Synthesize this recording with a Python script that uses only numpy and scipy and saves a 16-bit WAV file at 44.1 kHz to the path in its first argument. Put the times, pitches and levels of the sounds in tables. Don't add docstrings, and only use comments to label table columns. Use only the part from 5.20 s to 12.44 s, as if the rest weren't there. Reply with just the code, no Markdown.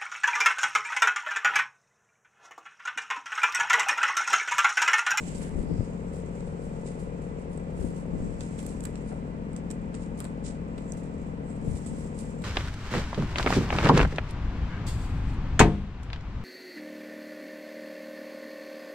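import sys
import numpy as np
from scipy import signal
from scipy.fft import rfft, irfft, next_fast_len
from scipy.io import wavfile
from scipy.ndimage import map_coordinates

SR = 44100
rng = np.random.default_rng(int(sys.argv[2]) if len(sys.argv) > 2 else 0)


def dump(signal):
    limited = np.clip(np.atleast_2d(signal).T, -1, 1)
    pcm = np.round(limited * 32767).astype(np.int16)
    wavfile.write(sys.argv[1], SR, pcm)


N = 319284

CYCLE_HZ = 8.352
# order (multiple of the cycle rate), level/dB, side/dB
STRONG_TONES = [(6, -44.5, 6), (10, -48.5, 6), (14, -49.5, 5), (18, -44.3, 5), (19, -49, 5), (20, -47.5, 5),
                (21, -42, 5), (22, -52.5, 4), (23, -51.5, 0), (24, -52.5, 12), (25, -45.7, 5), (26, -49, 3),
                (28, -46.5, 1), (31, -52.5, -3), (32, -55.5, 6), (33, -49.5, 4), (34, -57.5, -4),
                (36, -57.5, 9), (38, -55, 3), (41, -62, 12), (43, -54.5, 14), (45, -60.5, 8),
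                (46, -54.5, 12), (48, -52, 13), (51, -57.5, 8), (52, -54, 17), (53, -54, 17), (54, -52, 14),
                (55, -53, 12), (56, -55, 12), (57, -57, 6), (59, -53.5, 6), (60, -60, 6), (61, -61, 5),
                (64, -53.5, 7), (65, -60, 5), (66, -55, 0), (69, -58.5, -7), (79, -66, -3), (81, -62.5, -1),
                (86, -65, 2)]
# f/Hz, level/dB
WEAK_TONES = [(40, -57), (60, -66), (75, -58), (100, -64.5), (140, -69), (230, -56), (320, -67), (420, -66),
              (570, -68), (680, -73), (950, -75)]
# t/s, boom (195-330 Hz) level/dB, panel (higher) level/dB
HULL_LEVELS = [(0, -1.5, -2.5), (1.6, -4.5, -0.5), (2.5, -2.5, 0), (3.4, 1, -3.5), (5.5, -0.5, -4),
               (7.24, 0, -4.5)]
# place in the cycle (0-1), level/dB
FIRINGS = [(0.076, 3), (.26, 3), (0.45, -18), (0.651, 2.5), (0.86, 3)]
# f/Hz, level/dB
WASH_LEFT = [(20, -0.5), (50, -2), (80, -6), (128, -15), (160, -5.5), (240, -9.5), (330, -21), (400, -14),
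             (470, -8), (610, -19), (770, -21.5), (910, -17.5), (1000, -22.5), (1600, -30.5), (2500, -34),
             (3600, -47), (9000, -54.5)]
WASH_RIGHT = [(20, -14), (50, -21), (80, -7.5), (128, -18.5), (160, -9), (240, -9), (330, -17.5),
              (450, -19), (620, -17), (850, -25), (1010, -22), (1600, -30), (2500, -34.5), (3600, -43.5),
              (9000, -53.5)]
# f/Hz, likeness (1 the same, -1 opposite)
WASH_ALIKE = [(30, 0.89), (150, 1), (300, 1), (600, 0.16), (1200, -0.61), (2500, 0.027), (6000, -0.15)]
# f/Hz, width/Hz, level/dB
WHINES = [(897, 33, -73), (1012, 14, -72), (2002, 42, -69), (2382, 20, -74)]
# t/s, level/dB
SLIDE_LEVELS = [(0.0, -53), (0.12, -60.5), (0.4, -68), (1.1, -69), (1.89, -69), (2.32, -76), (3.1, -66),
                (3.5, -61), (4.01, -76.5), (4.78, -76.5), (4.94, -71), (5.38, -82.5), (5.6, -65),
                (5.73, -72), (6.03, -73.5), (6.23, -74.5), (6.63, -60.5), (6.9, -66), (7.08, -65),
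                (7.24, -70)]
# f/Hz, level/dB
RUSTLE_COLOUR = [(600, -35), (2000, -3), (3600, -8), (5500, -3.5), (6800, -0.5), (7700, 8), (8400, 0.5),
                 (9200, -2), (10200, -21.5), (11400, -17.5), (13500, -25.5), (15500, -66)]
# f/Hz, side/dB
BRAID_SIDE = [(1000, 8), (3000, 2.5), (5500, -3.5), (7000, -8.5), (7950, -15), (8700, 4), (9400, 4.5),
              (11500, -1)]
# middle t/s, half-length/s, f/Hz, level/dB
ZIPS = [(0.043, 0.1, 7400, -54.5), (0.69, 0.12, 7000, -70), (0.57, 0.14, 4900, -66),
        (5.7, 0.021, 7600, -54), (6.31, 0.06, 7900, -61.5)]
# t/s, level/dB, f/Hz, time to fade by 60 dB/s
SCUFFS = [(0.03, -55.5, 2550, 1.2), (0.205, -52.5, 1950, 0.7), (0.383, -26, 268, 0.043),
          (0.435, -39, 400, 0.026), (0.498, -28.5, 380, 0.051), (0.503, -26.5, 188, 0.16),
          (0.604, -24.5, 260, 0.056), (2.647, -27.5, 427, 0.026), (2.881, -35, 328, 0.12),
          (2.934, -29, 390, 0.057), (3.386, -45.5, 2470, 0.078), (3.655, -46.5, 1510, 0.13),
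          (3.914, -47, 1350, 0.09), (3.917, -34, 540, 0.12), (5.003, -46, 1300, 0.11),
          (5.045, -45, 844, 0.21)]
# peak t/s, level/dB, rise/s, treble limit f/Hz
PULLS = [(0.186, -52.5, 0.0085, 13000), (0.232, -48, 0.017, 12400), (0.41, -57, 0.038, 12100),
         (0.645, -61.5, 0.013, 9600), (0.948, -57, 0.022, 13000), (1.281, -62, 0.027, 10000),
         (1.44, -60, 0.028, 13000), (1.667, -50, 0.0071, 9700), (1.717, -64, 0.0053, 12500),
         (1.799, -55.5, 0.0092, 12600), (2.025, -61, 0.0095, 11000), (2.197, -65, 0.0054, 12000),
         (2.339, -60.5, 0.033, 11800), (2.662, -54, 0.087, 13500), (2.779, -57.5, 0.017, 13000),
         (3.235, -53.5, 0.025, 9650), (3.389, -48.5, 0.0063, 13000), (3.5, -54, 0.045, 13500),
         (3.641, -55, 0.014, 13900), (3.9, -57.5, 0.041, 11300), (4.749, -56, 0.0085, 9300),
         (4.83, -57.5, 0.028, 9300), (4.989, -51.5, 0.013, 13000), (5.05, -60, 0.0052, 12000),
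         (5.263, -44.5, 0.018, 8960), (5.775, -59.5, 0.0086, 13000), (6.57, -55.5, 0.12, 12900),
         (6.667, -54, 0.0063, 12900), (6.801, -56.5, 0.045, 13500), (6.997, -48.5, 0.021, 13000)]
# f/Hz, level/dB
PULL_COLOUR = [(600, -40), (1500, -10), (2800, -7), (4500, -4), (6200, -4), (7100, 1.5), (7700, 6.5),
               (8300, 2), (9200, 4), (10200, -8.5), (12500, -14), (15500, -18)]
# peak t/s, half-length/s, level/dB
GUSTS = [(0.2, 0.14, -38.5), (0.39, .045, -30.5), (0.52, 0.055, -29.5), (0.6, .025, -32),
         (2.648, 0.08, -33.5), (3.02, .13, -32.5), (6.495, 0.06, -30.5), (6.734, 0.032, -36)]
# f/Hz, level/dB
GUST_COLOUR = [(15, 5), (35, 3.5), (60, -3), (110, -8.5), (190, -2), (300, -9), (480, -18.5), (800, -34),
               (2000, -60), (5000, -100)]
# t/s, level/dB, f/Hz
PUFFS = [(0.358, -23, 240), (0.364, -19.5, 50), (0.407, -20.5, 40), (0.435, -22.5, 190), (0.512, -19, 210),
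         (0.531, -22.5, 130), (0.543, -21, 210), (0.598, -14.5, 120), (0.608, -18, 210), (2.609, -23.5, 60),
         (2.647, -18, 240), (2.937, -24, 250), (3.007, -24.5, 140), (6.482, -17.5, 140), (6.518, -21, 100),
         (6.552, -22.5, 50)]
# t/s, level/dB, body (1.4-4.2 kHz)/dB, edge (6 kHz)/dB,
# top (above 10 kHz)/dB, settling fibres/dB, time for the crack to fade by 60 dB/s
TICKS = [(1.206, -39, -10, -13, -39, -28, 0.0094), (2.375, -38, -28, -28, -28, -25, .012),
         (3.207, -24.5, -8.5, -7, -24, -24, 0.008), (3.429, -33, -24, -22, -18, -33, .008),
         (3.4645, -23, -21, -24, -15, -35, 0.0074), (3.6047, -33, -19, -14, -21, -29, .013),
         (3.6373, -31.5, -21, -20, -21, -24, .012), (3.652, -19.5, -21, -23, -16, -36, 0.0073),
         (3.6542, -22, -18, -20, -17.5, -33, 0.0075), (3.755, -31, -11, -12, -32, -26, 0.0094),
         (4.331, -36.5, -22, -19, -27, -25, 0.0066), (4.3632, -28, -18.5, -10.5, -27, -24, 0.0086),
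         (4.503, -33, -19, -13, -28, -19, 0.018), (4.511, -28, -21.5, -16, -23, -25, 0.014),
         (4.742, -35, -12, -16, -33, -17, 0.011), (4.7489, -34, -22, -13, -36, -24, 0.017),
         (5.0026, -16.5, -16, -24, -18.5, -32.5, 0.0062), (5.0425, -22.5, -19, -28, -26, -30, 0.0067),
         (5.051, -29.5, -13.5, -26, -24, -26, .012), (5.578, -44, -6.5, -19, -24, -10, .03),
         (5.7208, -15, -36, 0, -26.5, -60, 0.0054), (5.7342, -43.5, -15, -16, -16, -30, 0.015),
         (6.6615, -36.5, -27, -24, -33, -5.5, 0.011), (7.219, -39.5, -14, -18, -22, -10, 0.0092)]
# f/Hz, time to fade by 60 dB/s
ECHO_FADE = [(300, 0.14), (3000, 0.22), (12000, 0.029)]


def amp(db):
    return 10 ** (np.asarray(db) / 20)


def unit(x):
    return x / np.sqrt(np.mean(x ** 2) + 1e-20)


def along(points, hz):
    freqs, values = np.transpose(points)
    return np.interp(np.log(hz + 1), np.log(freqs + 1), values)


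def wobble(rate, step=1, count=N):
    points = rng.standard_normal(int(count * rate / SR) + 4)
    coarse = np.arange(0, count, 64)
    return np.interp(np.arange(0, count, step), coarse, map_coordinates(points, [coarse * rate / SR]))


def filtered(x, response):
    n = x.shape[-1]
    padded = next_fast_len(n + 8192)
    return irfft(rfft(x, padded) * response(np.fft.rfftfreq(padded, 1 / SR)), padded)[..., :n]


def coloured(x, spectrum):
    return unit(filtered(x, lambda hz: amp(along(spectrum, hz))))


def panned(db):
    gains = amp(np.array([[.5], [-.5]]) * db)
    return gains / np.sqrt(np.mean(gains ** 2, axis=0))


def band(hz, centre, width):
    return 1 / (1 + (2 * (hz - centre) / width) ** 2)


def band_noise(n, centre, width):
    return unit(filtered(rng.standard_normal((2, n)), lambda hz: band(hz, centre, width)))


def add(track, s, sound):
    start = max(round(s * SR), 0)
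    part = sound[:, :max(N - start, 0)]
    track[:, start:start + part.shape[1]] += part


def fibres(n, rate, share):
    slips = (rng.random(n) < rate / SR) * rng.standard_normal((2, n))
    return np.sqrt(share) * unit(slips) + np.sqrt(1 - share) * rng.standard_normal((2, n))


def engine(cycles):
    step = 14
    left_lead_s = 0.0004
    strong = {round(order): (db, side_db) for order, db, side_db in STRONG_TONES}
    t = np.arange(0, N, step) / SR
    times, boom, panel = np.transpose(HULL_LEVELS)
    boom_db, panel_db = np.interp(t, times, boom), np.interp(t, times, panel)
    place, firing_db = np.transpose(FIRINGS)
    hum = np.zeros((2, len(t)))
    for order in range(5, 116):
        hz = order * CYCLE_HZ
        weak = (along(WEAK_TONES, hz) + rng.normal(0, 2.1), rng.normal(1.0, 1.0))
        db, side_db = strong.get(order, weak)
        hull_db = panel_db if hz > 330 else boom_db * (hz > 195)
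        level = amp(db + hull_db + 1.3 * wobble(1.6, step=step))
        blows = np.sum(amp(firing_db) * np.exp(-2j * np.pi * order * place))
        ring = 4 * np.arctan2(30, 160 - hz)
        scatter = rng.normal(0, .35) * (hz > 330)
        left = 2 * np.pi * order * cycles[::step] + np.angle(blows) - ring + scatter
        right = left - 2 * np.pi * hz * left_lead_s
        hum += np.sqrt(2) * panned(side_db) * level * np.sin([left, right])
    return signal.resample_poly(hum, step, 1, axis=1)[:, :N]


def wash(cycles):
    def spread(hz):
        angle = np.arccos(np.clip(along(WASH_ALIKE, hz), -1, 1)) / 2
        return np.array([np.cos(angle), np.sin(angle)])

    shared, opposite = filtered(rng.standard_normal((2, N)), spread)
    colour = lambda hz: amp([along(WASH_LEFT, hz), along(WASH_RIGHT, hz)]) / (1 + (hz / 9800) ** 12)
    noise = unit(filtered(np.array([shared + opposite, shared - opposite]), colour))
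    middle = filtered(noise, lambda hz: band(hz, centre=520, width=310))
    beat = np.zeros(N)
    for place, db in FIRINGS:
        from_firing = (cycles - place + .5) % 1 - .5
        beat += amp(db) * np.exp(-(from_firing / 0.035) ** 2)
    chug = .25 * (beat - beat.mean()) * middle
    return amp(-40.5) * (noise + chug)


def whine():
    return sum(amp(db) * band_noise(N, hz, width) for hz, width, db in WHINES)


def rustle():
    snags_per_s, snag_fade_s = 22, 0.013
    rub = coloured(fibres(N, rate=330, share=0.17), RUSTLE_COLOUR)
    rub = unit(filtered(rub, lambda hz: panned(along(BRAID_SIDE, hz))))
    slide_db = np.interp(np.arange(N) / SR, *np.transpose(SLIDE_LEVELS)) + 3.5
    tug_db = 2 * wobble(rate=10) + wobble(rate=30) + wobble(rate=130)
    catches = (rng.random(N) < snags_per_s / SR) * rng.uniform(.2, .9, N)
    snags = signal.lfilter([1], [1, -np.exp(-1 / (snag_fade_s * SR))], catches)
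    return rub * (1 + snags) * amp(slide_db + tug_db)


def zips():
    out, t = np.zeros((2, N)), np.arange(SR) / SR
    for s, half, centre, db in ZIPS:
        start = max(s - .5, 0)
        colour = lambda hz: band(hz, centre, width=1100) * panned(along(BRAID_SIDE, hz))
        rub = unit(filtered(rng.standard_normal((2, len(t))), colour))
        shape = np.exp(-((start + t - s) / half) ** 2)
        strands_db = 1.5 * wobble(rate=200, count=len(t))
        add(out, start, amp(db + strands_db) * shape * rub)
    return out


def scuffs():
    out, t = np.zeros((2, N)), np.arange(SR // 2) / SR
    for s, db, hz, fade_s in SCUFFS:
        shape = (1 - np.exp(-t / 0.0021)) * amp(-60 * t / fade_s)
        side_db = along([(450, 11.5), (1200, -4.0)], hz)
        add(out, s, amp(db) * panned(side_db) * shape * band_noise(len(t), hz, width=0.8 * hz))
    return out


def pulls():
    fade_s = 0.3
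    out, t = np.zeros((2, N)), np.arange(SR // 3) / SR
    for s, db, rise, top_hz in PULLS:
        rub = coloured(fibres(len(t), rate=1300, share=0.26), PULL_COLOUR)
        colour = lambda hz: panned(along(BRAID_SIDE, hz) + 0.3) / (1 + (hz / top_hz) ** 20)
        rub = unit(filtered(rub, colour))
        from_peak = t - 2 * rise
        swell = np.exp(-(from_peak / rise) ** 2)
        run_out = amp(-60 * np.abs(from_peak) / fade_s)
        shape = np.where(from_peak < 0, swell, run_out)
        strands = amp(2.5 * wobble(rate=260, count=len(t)))
        add(out, s - 2 * rise, amp(db) * shape * unit(strands * rub))
    return out


def air():
    calm_db, half_puff_s = -48, .03
    t = np.arange(N) / SR
    flow = amp(calm_db) + sum(amp(db) * np.exp(-((t - s) / half) ** 2) for s, half, db in GUSTS)
    lumps = amp(1.5 * wobble(rate=30))
    out = flow * lumps * panned(db=8) * coloured(rng.standard_normal((2, N)), GUST_COLOUR)
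    puff_t = np.arange(-half_puff_s, half_puff_s, 1 / SR)
    for s, db, hz in PUFFS:
        push = np.cos(2 * np.pi * hz * puff_t) * np.exp(-(puff_t * hz / .45) ** 2)
        add(out, s - half_puff_s, amp(db) * panned(db=11) * push)
    return out


def ticks():
    rise_s, settle_s = 0.00097, 0.17
    out, t = np.zeros((2, N)), np.arange(SR // 12) / SR
    swell = 1 - np.exp(-(t / rise_s) ** 2)
    for s, db, body_db, edge_db, top_db, settle_db, fade_s in TICKS:
        shape = swell * (amp(-60 * t / fade_s) + amp(settle_db - 60 * t / settle_s))
        colour = [(400, -27), (1400, body_db + 6.5), (4200, body_db), (5200, (body_db + edge_db) / 2),
                  (6000, edge_db), (6900, edge_db / 2 - 6), (7800, -2.0), (9000, -13),
                  (10500, top_db - 1.5), (14500, 1.4 * top_db + 0.5), (16000, 1.4 * top_db - 12)]
        crack = coloured(fibres(len(t), rate=1700, share=0.14), colour)
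        crack = unit(filtered(crack, lambda hz: panned(along(BRAID_SIDE, hz))))
        add(out, s, amp(db - 2.0) * shape * crack)
    return out


def deck_echo(x):
    hz, t, noise = signal.stft(rng.standard_normal((2, SR // 4)), SR, nperseg=256)
    fade = amp(-60 * t / along(ECHO_FADE, hz)[:, None])
    tail = signal.istft(noise * fade, SR, nperseg=256)[1]
    return signal.fftconvolve(x, tail / np.linalg.norm(tail[0]), axes=1)[:, :N]


def scene():
    cycles = np.cumsum(CYCLE_HZ * (1 + 0.0004 * wobble(rate=1.965))) / SR
    clicks = ticks()
    boat = amp(-0.9) * engine(cycles) + wash(cycles) + whine()
    line = rustle() + pulls() + scuffs() + zips() + clicks + amp(-15) * deck_echo(clicks)
    return boat + line + air()


def record(dry):
    bass_hz, top_hz = 12, 16200
    return filtered(dry, lambda hz: (hz < top_hz) * hz ** 2 / (hz ** 2 + bass_hz ** 2))


dry = scene()
out = record(dry)
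dump(out)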